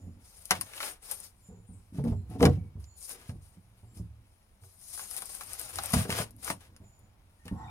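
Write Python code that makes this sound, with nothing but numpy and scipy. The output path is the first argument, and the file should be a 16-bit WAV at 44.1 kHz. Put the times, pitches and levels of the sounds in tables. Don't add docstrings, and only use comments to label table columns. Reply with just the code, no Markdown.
import sys
import numpy as np
from scipy import signal
from scipy.fft import rfft, irfft, next_fast_len
from scipy.io import wavfile
from scipy.ndimage import uniform_filter1d, map_coordinates

SR = 44100
rng = np.random.default_rng(int(sys.argv[2]) if len(sys.argv) > 2 else 0)


def master_out(mix):
    frames = np.transpose(np.atleast_2d(mix))
    ceiling = np.clip(frames, -1, 1)
    pcm = np.round(ceiling * 32767).astype(np.int16)
    wavfile.write(sys.argv[1], SR, pcm)


N = 339570


def amp(db):
    return 10 ** (np.asarray(db) / 20)


def unit(x):
    return x / np.sqrt(np.mean(x ** 2) + 1e-20)


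def along(points, hz):
    f, v = np.transpose(points)
    return np.interp(np.log(hz + 1), np.log(f + 1), v)


def level_curve(rows):
    s, db = np.transpose(rows)
    return np.interp(np.arange(N) / SR, s, db)


def decay(t, t60):
    return amp(-60 * t / t60)


def wobble(rate):
    return map_coordinates(rng.standard_normal(int(N * rate / SR) + 4), [np.arange(N) * rate / SR])


def filtered(x, response):
    n = x.shape[-1]
    m = next_fast_len(n + SR // 5)
    return irfft(rfft(x, m) * response(np.fft.rfftfreq(m, 1 / SR)), m)[..., :n]


def resonances(peaks):
    def response(f):
        total = 0
        for k, (c, w, db) in enumerate(peaks):
            total = total + (-1) ** k * amp(db) * 1j * f * w / (c * c - f * f + 1j * f * w)
        return total
    return response


def gritty(per_s, spread_db, smooth):
    hit, size, sign = rng.random((3, N))
    sizes = amp(-spread_db * np.log(size + 0.035))
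    grains = (hit < per_s / SR) * sizes * np.sign(sign - .5)
    return unit(unit(grains) + smooth * rng.standard_normal((2, N)))


def patchy(x, depth_db):
    z = signal.stft(x, nperseg=256)[2]
    field = uniform_filter1d(rng.standard_normal(z.shape[1:]), size=8, axis=0)
    field = uniform_filter1d(field, size=12, axis=1)
    return signal.istft(z * amp(depth_db * unit(field)), nperseg=256)[1][:, :N]


def add(track, s, sound, peak_db):
    track[..., round(s * SR):][..., :sound.shape[-1]] += amp(peak_db) * sound / np.abs(sound).max()


# start in seconds, length in seconds, level of the gritty hiss at the
# start in dB, swell up to the end in dB, wooden crunch over the hiss in dB.
CLAW_STROKES = [(0.206, 0.049, -73.5, 15, -13), (0.278, 0.216, -62.5, 2.5, -15),
                (0.514, 0.069, -46, -13.5, 5.5), (0.61, 0.026, -48.5, -5.5, -8.5),
                (0.662, 0.13, -63.5, 14, -1), (0.807, 0.091, -45, 0.5, -3.5), (1.025, .1, -54, 9, -8.5),
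                (1.144, 0.12, -54, 2.5, -14), (1.366, 0.115, -78, 3.5, -23), (1.939, 0.042, -69, 8.5, -2.5),
                (2.051, 0.014, -60, -12.5, 3), (2.076, 0.0333, -67, -2.5, 6), (2.299, 0.057, -69, -3, 1.5),
                (2.395, 0.048, -62, 12, 3.5), (2.451, 0.11, -65, -14.5, 13.5),
                (2.801, 0.042, -70.5, 0, -11), (2.967, 0.085, -62, 16.5, -24.5),
                (3.084, 0.03, -49, 7.5, -12.5), (3.15, 0.11, -64, -2.5, 3),
                (3.281, 0.026, -66.5, 3.5, -7.5), (3.421, 0.13, -67.5, -9, -14),
                (3.775, 0.038, -76, -8, -4), (3.95, 0.039, -63.5, -0.5, -13),
                (4.616, 0.21, -65.5, 3, -24.5), (4.818, 0.1674, -61, 19, -21),
                (5.004, 0.097, -48.5, -3.5, -12), (5.109, 0.076, -47.5, 3.5, -12),
                (5.206, 0.065, -51.5, 2, -13), (5.294, 0.076, -50.5, 5.5, -10.5),
                (5.412, 0.14, -53.5, 8.5, -7), (5.589, .11, -47, 1, -7), (5.733, 0.18, -46.5, 0.5, -4),
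                (5.935, 0.13, -33, -18.5, -1.5), (6.097, 0.084, -43, 0, 1), (6.181, 0.036, -44.5, 3.5, 1),
                (6.387, 0.044, -67, 10, -17.5), (6.432, 0.071, -47, 7.5, -4), (6.608, 0.06, -65, -12, 5),
                (7.456, 0.027, -71.5, 2.5, 5)]
BITE_DB_PER_S, LIFT_DB_PER_S = 1600, 449


def strokes():
    t = np.arange(N) / SR
    hiss, crunch = 0, 0
    for s, length, db, swell_db, crunch_db in CLAW_STROKES:
        edges_db = BITE_DB_PER_S * np.maximum(s - t, 0) + LIFT_DB_PER_S * np.maximum(t - s - length, 0)
        gain = amp(db + swell_db * np.clip((t - s) / length, 0, 1) - edges_db)
        hiss = hiss + gain
        crunch = crunch + amp(crunch_db) * gain
    return hiss, crunch


# frequency in Hz, relative density in dB per Hz.
GRIT_COLOUR = [(1470, -22.5), (2500, -15.5), (2930, -15.5), (5200, -1.5), (5620, -5), (6630, -2.5),
               (7700, -7.5), (9020, 5.5), (10700, 4), (14100, -8.5), (15600, -13.5), (16000, -37)]
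# frequency in Hz, width in Hz, relative level in dB.
EDGE_MODES = [(485, 330, 1), (880, 380, 4), (1120, 310, 5.5), (1540, 500, 2.5), (2050, 800, 4.5),
              (3250, 3780, -2)]
REST_HISS_DB, REST_CRUNCH_DB = -78.5, -77.5
JUDDER_DB, LUMPS_DB = 1.8, 1.5
CRACKLE_DB, CRACKLE_PER_S = -9, 130
TICK_S = .0035


def scrape():
    hiss_gain, crunch_gain = strokes()
    judder = JUDDER_DB * wobble(50)
    fine_grains = patchy(gritty(2500, 0.67, smooth=1.5), depth_db=2.0)
    hiss = unit(filtered(fine_grains, lambda f: amp(along(GRIT_COLOUR, f))))

    tick_t = np.arange(SR // 100) / SR
    tick = rng.standard_normal(len(tick_t)) * decay(tick_t, TICK_S)
    ticks = signal.fftconvolve(gritty(CRACKLE_PER_S, 3.2, smooth=.01), tick[None], axes=1)[:, :N]
    crackle_colour = lambda f: amp(along(GRIT_COLOUR, f)) + amp(-13.5) * resonances(EDGE_MODES)(f)
    crackle = unit(filtered(ticks, crackle_colour))
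    crunch = unit(filtered(gritty(500, 3.6, smooth=0.99), resonances(EDGE_MODES)))

    hiss_gain = hiss_gain * amp(judder)
    rest = amp(REST_HISS_DB + 2.2 * wobble(6))
    crunch_gain = crunch_gain * amp(judder + LUMPS_DB * wobble(25)) + amp(REST_CRUNCH_DB)
    return (hiss_gain + rest) * hiss + hiss_gain * amp(CRACKLE_DB) * crackle + crunch_gain * crunch


# start in seconds, peak level in dB,
# body below the top octave (over the grit colour) in dB.
FIBRE_SNAPS = [(0.455, -26, -2.5), (0.508, -12, 4.5), (0.51, -13.5, -2), (0.6111, -15, -1.5),
               (0.8107, -31, 7), (1.1128, -16, -11), (1.12, -21.5, -9), (1.202, -28, -30), (2.0408, -38, 2),
               (2.058, -48, -5), (2.1, -48, -16), (2.3014, -43.5, -13), (2.42, -30, 1), (2.428, -24.5, 1),
               (2.442, -27, -1), (2.4545, -19.5, 2.5), (2.463, -26.5, 4), (2.842, -43, 26),
               (2.982, -42, -11.5), (3.0939, -26.5, -12.5), (3.29, -47, 19), (3.9733, -42, 12),
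               (5.0719, -38, -8), (5.1114, -25, -4), (5.1355, -23.5, -15), (5.1654, -19, -8),
               (5.172, -26, -18.5), (5.221, -24.5, -9), (5.2566, -28, -26), (5.3505, -24, -2),
               (5.436, -29, -5), (5.5329, -19.5, -7), (5.5953, -22, -8), (5.614, -26, -25),
               (5.7575, -21, -1), (5.7864, -22, 9), (5.8358, -20, -4), (5.8585, -19.5, -12),
               (5.905, -26, -12), (5.921, -22.5, 0), (5.938, -13.5, 6.5), (6.1024, -27, 12),
               (6.3078, -40, -12), (6.3644, -40.5, -8), (6.426, -49, -5), (6.446, -23, -2),
               (6.5041, -22, -11), (6.764, -43, 7), (6.992, -49, -14), (7.456, -40, 4), (7.48, -38.5, 7)]
SPRAY_DB, SPRAY_S = -19, 0.028


def snaps():
    track = np.zeros((2, N + SR))
    t = np.arange(SR // 8) / SR
    for s, db, body_db in FIBRE_SNAPS:
        tick = rng.standard_normal(len(t)) * decay(t, TICK_S)
        spray = rng.standard_normal((2, len(t))) * amp(SPRAY_DB) * decay(t, SPRAY_S)
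        tilt = [(6500, body_db), (8200, -2.0), (11500, 3.0), (15000, -6)]  # (Hz, dB)
        colour = lambda f: amp(along(GRIT_COLOUR, f) + along(tilt, f))
        padded = np.pad(tick + spray, ((0, 0), (20, 0)))
        add(track, s, filtered(padded, colour), db)
    return track[:, :N]


# start in seconds, peak level in dB, centre of the colour in Hz.
EDGE_KNOCKS = [(0.5082, -9, 1330), (0.515, -17.5, 1402), (0.611, -34, 1390), (0.735, -36.5, 2100),
               (0.778, -33, 2280), (0.803, -27.5, 1220), (0.829, -26.5, 1820), (1.114, -41, 1080),
               (2.039, -45.5, 1710), (2.406, -29.5, 895), (2.427, -20, 910), (2.453, -16.5, 1040),
               (3.093, -44.5, 566), (3.294, -43, 480), (4.636, -53.5, 712), (4.976, -40.5, 1100),
               (4.993, -34, 910), (5.112, -44, 1140), (5.22, -35.5, 930), (5.345, -48, 1130),
               (5.409, -34, 990), (5.416, -41, 746), (5.7858, -24, 690), (5.836, -32.5, 800),
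               (5.908, -37, 1100), (5.937, -18, 750), (6.052, -37, 704), (6.094, -37, 590),
               (6.103, -21.5, 2100), (6.113, -29.5, 2150), (6.125, -23, 1900), (6.186, -25, 490),
               (6.204, -28, 700), (6.218, -31.5, 430), (6.477, -28, 1260), (6.501, -19.5, 520),
               (6.763, -51, 1560), (7.48, -38.5, 1410)]
BLOW_S = .007
RATTLE_DB, RATTLE_S = -10.5, 0.055
CRACK_DB = -9


def knocks():
    track = np.zeros(N + SR)
    t = np.arange(SR // 6) / SR
    for s, db, hz in EDGE_KNOCKS:
        envelope = decay(t, BLOW_S) + amp(RATTLE_DB) * decay(t, RATTLE_S)
        burst = rng.standard_normal(len(t)) * envelope

        def colour(f):
            own = resonances([(hz, 1.1 * hz, 0)])(f) ** 2
            crack = amp(CRACK_DB) * 1j * f / (1j * f + hz)
            return resonances(EDGE_MODES)(f) * (own - crack)
        add(track, s, filtered(burst, colour), db)
    return track[:N]


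DETUNE = .012


def hull_ring(t, modes):
    ring = 0
    for hz, db, t60 in modes:
        gain = amp(db + rng.normal(0, 4.4)) * decay(t, t60)
        ring = ring + gain * np.sin(2 * np.pi * hz * (1 + DETUNE * rng.normal()) * t)
    return ring


# frequency in Hz, relative level in dB, t60 in seconds.
HULL_MODES = [(60, -14.5, 0.33), (68.8, -3.5, 0.65), (91.8, 5.5, 0.31), (109.2, -5, 0.51), (142, -4, 0.33),
              (172.6, -2, 0.14), (186, -1, 0.2), (197.3, -4, 0.19), (233.6, -2, 0.19), (276.5, 3, 0.1),
              (324.5, -11.5, 0.22), (390, -3.5, 0.15), (442.7, 2.5, 0.061), (480, -5, 0.14),
              (600, -3.5, .085), (666, -4.5, 0.054), (730, -4, 0.088), (787, -12.5, 0.082),
              (866, -7.5, 0.041), (1000, -16.5, 0.033)]
# start in seconds, peak level of the body in dB,
# deep boom relative to it in dB, hard knock relative to it in dB, time scale of the contact in seconds,
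# favoured pitch of the sheet in Hz.
SHEET_THUDS = [(.067, -41.5, 2, -39, 0.039, 190), (.167, -55.5, -7, -11, 0.028, 230),
               (0.507, -36.5, -4.5, -0.5, 0.049, 192), (.59, -43.5, -5.5, -14, 0.027, 225),
               (1.486, -45, -5.5, -9.5, 0.12, 202), (1.688, -47, 5.5, -16, 0.097, 191),
               (1.923, -37, -7.5, -51, 0.21, 227), (1.983, -23.5, -38, -11.5, 0.037, 190),
               (2.039, -25.5, -15, -8, 0.079, 190), (2.069, -28, -1, -25, 0.045, 200),
               (2.117, -29.5, 6, -10.5, 0.035, 191), (2.295, -39.5, 4, -8, 0.19, 228),
               (2.353, -35.5, -11, -5, 0.022, 270), (2.398, -35, -13.5, 5, 0.036, 274),
               (2.412, -17.5, -20, -2.5, 0.06, 288), (2.427, -19.5, -26, 4, 0.043, 283),
               (2.451, -13, -7.5, -12.5, 0.044, 230), (2.464, -18.5, -7, -28.5, 0.027, 191),
               (2.497, -25, 6, -31.5, 0.023, 190), (2.572, -28.5, -3.5, -22, 0.018, 177.3),
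               (2.753, -49.5, 16.5, -25, 0.061, 196), (3.109, -61.5, -11, 7, 0.18, 300),
               (3.291, -33.5, 2, -17.5, 0.037, 160), (3.351, -51.5, 14, -28, 0.03, 168),
               (3.57, -49, -2, -26, 0.033, 179), (3.828, -57.5, 9.5, 0, 0.04, 220),
               (3.967, -46.5, 4, -13.5, 0.077, 199), (3.997, -38.5, 5, -33, 0.044, 186.4),
               (4.62, -67, 16, 5, 0.079, 199.5), (5.935, -18, -9, -7, 0.017, 198),
               (5.963, -23, 0, -14, 0.015, 186), (6.05, -33.5, -6, -4, 0.01, 230),
               (6.092, -35, -8, 9, 0.017, 278), (6.123, -35, -4.5, -14, .012, 175),
               (6.199, -32, -13, 4.5, 0.011, 260), (6.501, -31.5, -18, -27, 0.0073, 201),
               (6.801, -49, -0.5, -8.5, 0.065, 191), (7.453, -43, -6.5, -7, 0.046, 203),
               (7.512, -31.5, 0, -34, 0.054, 172)]
# time in seconds, level in dB.
SHEET_ROCKING = [(0.0, -48), (0.2, -61), (0.34, -81), (1.82, -61), (2.19, -66), (2.3, -52), (2.64, -48),
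                 (2.92, -68.5), (3.4, -68), (4.1, -61), (4.7, -75), (5.85, -58.5), (6.0, -43),
                 (6.13, -45.5), (6.28, -57), (7.0, -66), (7.48, -64), (7.56, -46), (7.7, -46)]
LANDING_S, LANDING_DB = 0.0028, -13


def favour(modes, centre):
    return [(c, level - 28 * np.log2(c / centre) ** 2, t60) for c, level, t60 in modes]


def sheet():
    track = np.zeros(N + SR)
    t = np.arange(SR // 3) / SR
    soft = lambda f: (1j * f / (1j * f + 55)) ** 2 / (1 + 1j * f / 1100) ** 2
    deep = [m for m in HULL_MODES if m[0] < 128]
    body = [m for m in HULL_MODES if 128 < m[0] < 380]
    hard = [m for m in HULL_MODES if m[0] > 380]
    for s, db, deep_db, hard_db, length, hz in SHEET_THUDS:
        u = t / length
        landing = amp(LANDING_DB) * np.sin(np.pi * np.minimum(t / LANDING_S, 1))
        rattle = rng.standard_normal(len(t)) * (1 - np.exp(-9 * u)) * np.exp(-2.5 * u)
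        force = filtered(landing + rattle, soft)
        boom = favour(deep, hz / 2)
        for modes, level_db in [(boom, deep_db), (favour(body, hz), 0), (hard, hard_db)]:
            add(track, s, signal.fftconvolve(force, hull_ring(t, modes))[:len(t)], db + level_db)
    force = filtered(amp(4.4 * wobble(14)) * rng.standard_normal(N), soft)
    ring = amp(10.5) * hull_ring(t, deep) + hull_ring(t, body) + amp(-13.0) * hull_ring(t, hard)
    rocking = unit(signal.fftconvolve(force, ring)[:N])
    return track[:N] + amp(level_curve(SHEET_ROCKING)) * rocking


# time in seconds, level in dB.
RUB_LEVEL = [(7.5, -64.5), (7.606, -50.5), (7.7, -52.5)]
# frequency in Hz, width in Hz, relative level in dB.
RUB_BANDS = [(750, 140, -0.5), (917, 100, 2.5), (1070, 79, -0.5), (1406, 230, -6), (4160, 3500, -16.5)]
# start in seconds, frequency in Hz, width in Hz, level in dB.
RUB_SQUEAKS = [(7.39, 1857, 59.5, -74), (7.515, 5550, 260, -84), (7.55, 1906, 140, -70.5),
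               (7.629, 3660, 200, -69), (7.671, 2350, 110, -55.5)]


def rub():
    t = np.arange(N) / SR
    slips = gritty(650, 2.2, smooth=1.4)
    hollow = unit(filtered(slips, lambda f: resonances(RUB_BANDS)(f) ** 2))
    sound = (t > RUB_LEVEL[0][0]) * amp(level_curve(RUB_LEVEL)) * hollow
    for s, hz, width, db in RUB_SQUEAKS:
        thin = unit(filtered(slips, lambda f: resonances([(hz, width, 0)])(f) ** 2))
        sound += np.clip((t - s) / 0.022, 0, 1) * amp(db + 3.3 * wobble(33)) * thin
    return sound


# start in seconds, length in seconds, settled pitch in Hz, level before
# swell and fade in dB, scale of the pitch tremble in Hz, fall onto the pitch in Hz.
BIRD_CALLS = [(-.08, .2, 7030, -70.5, 120, 250), (1.405, .22, 7000, -66.5, 120, 350),
              (1.663, .08, 9120, -64, 320, 100), (1.668, .016, 7100, -72, 50, 1900),
              (1.72, .097, 8700, -69, 700, 300), (1.729, .016, 7200, -67, 50, 1900),
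              (2.1, .14, 7480, -74, 100, 100), (2.15, .12, 4130, -77, 80, 100),
              (2.52, .17, 2220, -72.5, 50, 200), (2.845, .25, 6950, -64, 120, 250),
              (2.87, .1, 4350, -73, 60, 200), (3.85, .17, 7400, -75, 100, 200),
              (6.815, .24, 6980, -68.5, 120, 250), (7.55, .16, 7450, -72, 100, 200)]
CALL_ATTACK, DROP_SHARE = 0.23, 0.27
CALL_FADE_DB = 13.5
TREES_DB, TREES_S = -1, .42


def bird():
    track = np.zeros(N)
    tremble = wobble(1000)
    for s, length, hz, db, blur_hz, drop_hz in BIRD_CALLS:
        u = np.clip((np.arange(N) / SR - s) / length, 0, 1)
        gate = np.minimum(u / CALL_ATTACK, 1) * (u < 1) * amp(-CALL_FADE_DB * u ** 2)
        pitch = hz + drop_hz * np.exp(-u / DROP_SHARE) + blur_hz * tremble
        track += gate * amp(db + 2.7 * wobble(60)) * np.sin(2 * np.pi * np.cumsum(pitch) / SR)
    echoes = rng.standard_normal((2, SR // 2)) * decay(np.arange(SR // 2) / SR, TREES_S)
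    echoes = echoes / np.linalg.norm(echoes[0])
    return track + amp(TREES_DB) * signal.fftconvolve(track[None], echoes, axes=1)[:, :N]


# frequency in Hz, t60 in seconds.
HULL_DECAY = [(150, 0.18), (600, 0.14), (2000, 0.063), (10000, 0.043)]
# frequency in Hz, left-right likeness from 0 to 1.
PORT_LIKENESS = [(60, 0.97), (130, 0.87), (300, 0.85), (650, 0.25), (1400, 0.088), (3000, 0.014)]


def cockpit(x):
    hz, t, z = signal.stft(rng.standard_normal((2, 2, SR // 3)), SR, nperseg=256)
    share = np.clip(along(PORT_LIKENESS, hz), 0, 1)[:, None]
    z[:, 1] = share * z[:, 0] + np.sqrt(1 - share ** 2) * z[:, 1]
    t60 = along(HULL_DECAY, hz)[:, None]
    tails = signal.istft(z * decay(t, t60), SR, nperseg=256)[1]
    tails = tails / np.linalg.norm(tails[0, 0])
    turn = 3.15 * wobble(8)
    parts = np.array([np.cos(turn), np.sin(turn)])[:, None] * x
    delayed = np.pad(parts, ((0, 0), (0, 0), (100, 0)))
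    return signal.fftconvolve(delayed, tails, axes=2)[..., :N].sum(axis=0)


# frequency in Hz, relative density in dB per Hz.
HUSH_COLOUR = [(25, 10), (80, 0), (138, -14), (181, -10.5), (251, -23), (924, -21), (1720, -32.5),
               (2200, -30.5), (2970, -40.5), (6340, -47.5), (7880, -54), (10900, -37.5), (15100, -46.5),
               (16400, -38.5)]


def hush():
    turn = lambda f: np.arccos(np.clip(along(PORT_LIKENESS, f), 0, 1)) / 2
    colour = lambda f: amp(along(HUSH_COLOUR, f)) * [np.cos(turn(f)), np.sin(turn(f))]
    mid, side = filtered(rng.standard_normal((2, N)), colour)
    return amp(-58.0 + 1.8 * wobble(1.3)) * unit(np.array([mid + side, mid - side]))


def scene():
    near = scrape() + snaps() + knocks() + rub()
    low = sheet()
    direct = amp(-1.5) * near + low + bird()
    return direct + cockpit(amp(-6.5) * near + amp(-11.0) * low) + hush()


# frequency in Hz, left minus right in dB.
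PORT_DIFFERENCE = [(60, -2.5), (200, -1.5), (400, 2), (1000, 3.5), (2500, 3.5), (4500, -0.5), (7300, -5.5),
                   (8600, 15), (11000, 21), (15000, 8.5)]
TOP_HZ = 16280


def record(dry):
    def ports(f):
        right = amp(-along(PORT_DIFFERENCE, f))
        left = 2 / np.sqrt(1 + right ** 2) * (1j * f / (1j * f + 42)) ** 2
        delay = np.exp(-2j * np.pi * f * 6 / SR)
        return np.array([left, left * right * delay]) * (f < TOP_HZ)
    return filtered(dry, ports)


dry = scene()
out = record(dry)
master_out(out)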